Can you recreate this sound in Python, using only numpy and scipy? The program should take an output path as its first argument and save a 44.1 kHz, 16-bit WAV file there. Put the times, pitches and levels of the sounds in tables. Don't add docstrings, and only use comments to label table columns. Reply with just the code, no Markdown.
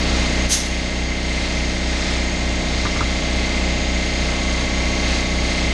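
import sys
import numpy as np
from scipy import signal
from scipy.fft import rfft, irfft, next_fast_len
from scipy.io import wavfile
from scipy.ndimage import uniform_filter1d, minimum_filter1d, map_coordinates

SR = 44100
rng = np.random.default_rng(int(sys.argv[2]) if len(sys.argv) > 2 else 0)


def master_out(mix):
    frames = np.transpose(np.atleast_2d(mix))
    ceiling = np.clip(frames, -1, 1)
    pcm = np.round(ceiling * 32767).astype(np.int16)
    wavfile.write(sys.argv[1], SR, pcm)


def boost_factor(decibels):
    exponent = np.asarray(decibels, float) / 20
    return 10 ** exponent


N = 252685

CRANK_HZ = 15.4645
STROKE_AT_S, VALVE_AT_S, MOTOR_AT_S = .0068, .0215, .0018


def seconds():
    return np.arange(N) / SR


def unit(x):
    return x / np.sqrt(np.mean(x ** 2) + 1e-20)


def along(points, hz):
    f, v = np.transpose(points)
    return np.interp(np.log(hz + 1), np.log(f + 1), v)


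def wobble(rate_hz):
    knots = rng.standard_normal(int(N * rate_hz / SR) + 4)
    return map_coordinates(knots, [np.arange(N) * rate_hz / SR])


def noise(response):
    m = next_fast_len(N)
    spectrum = rfft(rng.standard_normal(m)) * response(np.fft.rfftfreq(m, 1 / SR))
    return unit(irfft(spectrum, m)[:N])


def patches(x, depth_db):
    z = signal.stft(x, nperseg=512)[2]
    field = uniform_filter1d(rng.standard_normal(z.shape), size=8, axis=0)
    field = uniform_filter1d(field, size=50, axis=1)
    return unit(signal.istft(z * boost_factor(depth_db * unit(field)), nperseg=512)[1][:N])


# (frequency [Hz], level [dB per Hz])
FAN_AIR = [(20, -24), (45, -17.5), (110, -9.5), (450, -15.5), (1200, -20.5), (1900, -19), (2500, -14.5),
           (3000, -17.5), (4100, -15.5), (5500, -22), (7000, -24.5), (9000, -36.5), (10800, -47.5),
           (12000, -54)]
# (frequency [Hz], width [Hz], level [dB])
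HEAD_RESONANCES = [
    (6515, 240, -41),
    (2033, 45, -48.5),
    (107.5, 130, -41),
]


def air():
    stroke = 4 * np.pi * CRANK_HZ * (seconds() - VALVE_AT_S)
    pulse_db = .6 * np.cos(stroke + 3.6) + .6 * np.cos(2 * stroke + .6)
    fan = patches(noise(lambda hz: boost_factor(along(FAN_AIR, hz))), depth_db=1.3)
    rush = boost_factor(-28 + pulse_db + .3 * wobble(9)) * fan
    for c_hz, w_hz, db in HEAD_RESONANCES:
        band = noise(lambda f: 1 / (1 + ((f - c_hz) / w_hz * 2) ** 4))
        rush += boost_factor(db + 2.0 * pulse_db + 0.42 * wobble(7.1)) * band
    return rush


# (frequency [Hz], level [dB rms])
MOTOR_TONES = [(58.42, -35), (49.64, -41), (120.01, -41), (150.93, -40), (181.9, -45), (53.11, -49),
               (105.18, -49), (243.78, -51)]


def motor():
    t = seconds() - MOTOR_AT_S
    hum = np.zeros(N)
    for hz, db in MOTOR_TONES:
        hum += boost_factor(db + 2.5 + 0.31 * wobble(2.3)) * np.cos(2 * np.pi * hz * t)
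    return hum


DETUNE = .012


def ring(modes, t):
    total = np.zeros(len(t))
    for hz, db, t60 in modes:
        decay = boost_factor(db + rng.normal(0, 1.2) - 60 * t / t60)
        total += decay * np.sin(2 * np.pi * hz * (1 + DETUNE * rng.normal()) * t)
    return total


# (time [s], peak level [dB], brightness [dB], thump [dB])
KNOCKS = [
    (2.8505, -12.5, -1, -10),
    (2.9580, -22, 2, -4),
    (2.9705, -26, 7, -6),
    (3.0057, -12, -10, -10),
]
# (frequency [Hz], level [dB], t60 [s])
LOW_MODES = [(1185, 0, .045), (1030, -2, .03), (1340, -6, .035)]
# (frequency [Hz], level [dB], t60 [s])
HIGH_MODES = [(1720, -3, .025), (2050, 0, .015)]
# (frequency [Hz], level [dB], t60 [s])
BENCH_MODES = [(105, 3, 0.12), (293, -6, 0.19), (397, -6, .1)]
# (delay [s], level [dB])
WALLS = [(.0092, -8), (.021, -11), (.033, -20)]
# (frequency [Hz], level [dB per Hz])
CLATTER = [(700, -36), (950, -3), (1200, 3), (1750, -4), (2300, -23)]
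CLATTER_DB, CLATTER_T60_S = -7, 0.09


def knocks():
    out, t = np.zeros(N), np.arange(SR // 4) / SR
    clatter = noise(lambda hz: boost_factor(along([(300, -120)] + CLATTER + [(5000, -120)], hz)))
    for s, db, bright_db, thump_db in KNOCKS:
        for delay, wall_db in [(0.0017, 0)] + WALLS:
            hit = ring(LOW_MODES, t) + boost_factor(bright_db) * ring(HIGH_MODES, t)
            hit = hit * (1 - np.exp(-t / .0007))
            out[round((s + delay) * SR):][:len(t)] += boost_factor(db - 2.0 + wall_db) * hit
        at = round(s * SR)
        loose = clatter[at:][:len(t)] * boost_factor(CLATTER_DB - 60 * t / CLATTER_T60_S)
        loose = loose * (1 - np.exp(-t / 0.0057))
        out[at:][:len(t)] += boost_factor(db) * (loose + boost_factor(thump_db) * ring(BENCH_MODES, t))
    return out


TRIGGER_S, OPENING_S = 0.48, 0.054
FLOW_DB, FADE_DB_PER_S = -14, 116
FLUTTER_S, FLUTTER_DB = .068, 1


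def flow():
    t = seconds() - TRIGGER_S
    opening = np.sin(np.pi / 2 * np.clip(t / OPENING_S, 0, 1)) ** 1.8
    since = np.clip(t - OPENING_S, 0, None)
    flutter_db = FLUTTER_DB * np.cos(2 * np.pi * since / FLUTTER_S)
    return opening * boost_factor(FLOW_DB - FADE_DB_PER_S * since + flutter_db)


# (frequency [Hz], level [dB per Hz])
JET = [(700, -45), (1300, -18), (2100, -13), (3000, -8), (3800, -6), (5300, -4), (5900, -0.5), (6400, 3.5),
       (7100, -7.5), (9000, -10.5), (11000, -13.5), (11400, -18), (13400, -31)]
WHISTLE_LOST = 0.41


def spray():
    body = noise(lambda hz: boost_factor(along(JET, hz)))
    treble = signal.butter(2, 9000, "high", fs=SR, output="sos")
    nozzle = signal.butter(2, [5600, 7000], "band", fs=SR, output="sos")
    top = signal.sosfiltfilt(treble, body)
    whistle = signal.sosfiltfilt(nozzle, body)
    fading = 1 - boost_factor(-60 * np.clip(seconds() - .54, 0, None))
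    return flow() * boost_factor(0.75 * wobble(88.6)) * (body - fading * (top + WHISTLE_LOST * whistle))


SAG_HZ_PER_S, MEAN_SPEED_S = .00078, 3.3


def turn(orders, phases, start=0):
    size = 2 ** 14
    k, db = np.transpose(orders)
    lines = np.zeros(size // 2 + 1, complex)
    lines[k.astype(int)] = -1j * boost_factor(db) * np.exp(1j * phases) * size / np.sqrt(2)
    t = seconds()
    sag = SAG_HZ_PER_S / 2 * ((t - MEAN_SPEED_S) ** 2 - 3)
    angle = ((t - start) * CRANK_HZ - sag) % 1
    return np.interp(angle * size, np.arange(size), irfft(lines), period=size)


def chance(count):
    return rng.uniform(0, 2 * np.pi, count)


def smeared(orders):
    return .265 * (orders - 38) ** 2 + np.pi * (orders % 8 == 2)


# (crank order, level [dB rms])
THUD = [(2, -28), (3, -44), (4, -24), (6, -49), (7, -44), (10, -44), (12, -32), (13, -46), (14, -39),
        (15, -45), (16, -35), (18, -36), (19, -50), (20, -37), (22, -39), (23, -46), (24, -48), (26, -46),
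        (28, -42), (30, -47)]
PORT_LAG_S = .0023


def thuds():
    orders = np.transpose(THUD)[0]
    push = -2 * np.pi * CRANK_HZ * PORT_LAG_S * orders + np.pi * (orders < 12)
    push += (.4 + np.pi * (orders > 17)) * (orders % 2) + .55 * np.cos(np.pi / 2 * orders)
    phases = np.where(orders < 24, push * (orders > 4), smeared(orders))
    return turn(THUD, phases, STROKE_AT_S) * boost_factor(0.35 + 0.18 * wobble(4.17))


# (time [s], extra path [m])
BODY = [(0, .1), (.9, 0.13), (1.2, .149), (2, 0.15), (2.6, 0.12), (3.2, 0.097), (4.1, 0.12), (4.7, .025),
        (5.2, .046), (5.73, 0.12)]


def reflected(order, share, best_m, db):
    s, extra_m = np.transpose(BODY)
    path_m = np.interp(seconds(), s, extra_m) - best_m
    echo = np.clip(share, 0, 1) * np.exp(2j * np.pi * order * CRANK_HZ * path_m / 343)
    return boost_factor(db) * abs(1 + echo)


# (crank order, level [dB rms])
TANK = [(32, -50), (34, -44), (35, -50), (36, -42), (38, -46), (39, -43), (40, -49), (41, -41), (42, -46),
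        (45, -44), (46, -46), (48, -49), (52, -50), (53, -46), (54, -47), (62, -49), (70, -49), (72, -46),
        (84, -50), (100, -50), (106, -51), (109, -49), (120, -49), (122, -45)]
# (reflected share, path of best adding [m], level [dB])
MIRROR = [
    (0.96, .001, -0.9),
    (0.4, 0.15, 1.5),
]
TANK_DB, TANK_DB_PER_S = 0, 0.23


def tank():
    moving = [row for row in TANK if row[0] in (72, 122)]
    still = [row for row in TANK if row not in moving]
    level_db = TANK_DB + TANK_DB_PER_S * seconds() + 0.51 * wobble(4.87)
    boom = turn(still, smeared(np.transpose(still)[0]), STROKE_AT_S) * boost_factor(level_db)
    for row, echo in zip(moving, MIRROR):
        boom += turn([row], 0) * reflected(row[0], *echo)
    return boost_factor(0.23) * boom


# (crank order, level [dB rms])
COVER = [(176, -51), (178, -52), (188, -52), (202, -54), (206, -46), (212, -54), (230, -50), (234, -54),
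         (240, -53), (260, -54), (278, -54), (288, -51), (312, -54), (322, -55), (332, -57), (348, -58),
         (364, -60), (370, -60), (372, -59), (386, -61), (416, -55), (418, -57), (420, -56), (424, -55)]


def covers():
    return boost_factor(3.0) * turn(COVER, chance(len(COVER))) * boost_factor(1.2 * wobble(6))


# (crank order, level [dB rms])
VALVE = [(126, -54), (131, -54), (132, -42), (133, -48), (134, -36.5), (136, -39), (138, -46), (139, -48),
         (140, -44), (142, -54), (144, -49), (146, -46), (148, -47), (150, -46), (151, -54), (152, -53)]
VALVE_DB, VALVE_DB_PER_S = -2.5, 0.4


def valve():
    orders, db = np.transpose(VALVE)
    weak = db < -42.5
    phases = np.pi * (orders > 137) + rng.normal(0, .5, len(VALVE)) * weak
    level_db = VALVE_DB + VALVE_DB_PER_S * seconds() + .7 * wobble(5.4) + 1.06 * wobble(31)
    return boost_factor(2.3) * turn(VALVE, phases, VALVE_AT_S) * boost_factor(level_db)


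# (frequency [Hz], level [dB per order])
RATTLE = [(60, -86), (300, -62.5), (650, -52.5), (1100, -61.5), (1600, -59), (2150, -54), (3000, -62.5),
          (4200, -56.5), (5500, -63), (6100, -61.5), (6500, -83), (6900, -67), (9000, -76.5),
          (12000, -100.5)]


def rattle():
    taken = [row[0] for row in THUD + TANK + VALVE + COVER]
    rest = np.setdiff1d(np.arange(5, 760), taken)
    total = np.zeros(N)
    for part in (rest[::2], rest[1::2]):
        scatter_db = np.clip(rng.normal(0, 4.5, len(part)), -15, 6)
        sizes_db = along(RATTLE, part * CRANK_HZ) + scatter_db
        total += turn(np.c_[part, sizes_db], chance(len(part))) * boost_factor(2.37 * wobble(7))
    return total


def pump():
    return thuds() + tank() + covers() + valve() + rattle()


OPEN_DB, DUCK_DB, SETTLE_DB = 0.96, -3, 0
DUCK_S, DUCK_FALL_S, DUCK_HOLD_S, RECOVER_S = 0.463, .011, 0.23, 1.48


def gain():
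    t = seconds() - DUCK_S
    recovery = np.exp(-np.clip(t - DUCK_HOLD_S, 0, None) / RECOVER_S)
    ducked_db = SETTLE_DB + (DUCK_DB - SETTLE_DB) * recovery
    return boost_factor(OPEN_DB + (ducked_db - OPEN_DB) * np.clip(t / DUCK_FALL_S, 0, 1))


# (frequency [Hz], level [dB per bin])
MASK = [(7000, -75), (7500, -69.5), (8500, -71), (9500, -76), (10200, -80.5), (10800, -84), (11200, -84),
        (11600, -82), (13500, -84)]


def mask_treble(x):
    hz, _, z = signal.stft(x, SR, nperseg=2048)
    local = uniform_filter1d(abs(z) ** 2, size=3, axis=-2)
    local = uniform_filter1d(local, size=2, axis=-1)
    lowest_hz = MASK[0][0]
    treble = local[:, hz > lowest_hz].mean(axis=1, keepdims=True) + 1e-20
    masking = (minimum_filter1d(treble, size=3, axis=-1) / np.median(treble)) ** .8
    loud_enough = local > masking * boost_factor(2 * along(MASK, hz))[:, None]
    heard = loud_enough | (hz < lowest_hz)[:, None]
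    return signal.istft(z * heard, SR, nperseg=2048)[1][..., :N]


def scene():
    mono = air() + motor() + knocks() + spray() + pump()
    return np.array([mono, mono])


def roll_off(x):
    return signal.sosfilt(signal.butter(12, 13520, fs=SR, output="sos"), x)


def record(dry):
    mix = mask_treble(dry * gain())
    return roll_off(mix)


dry = scene()
out = record(dry)
master_out(out)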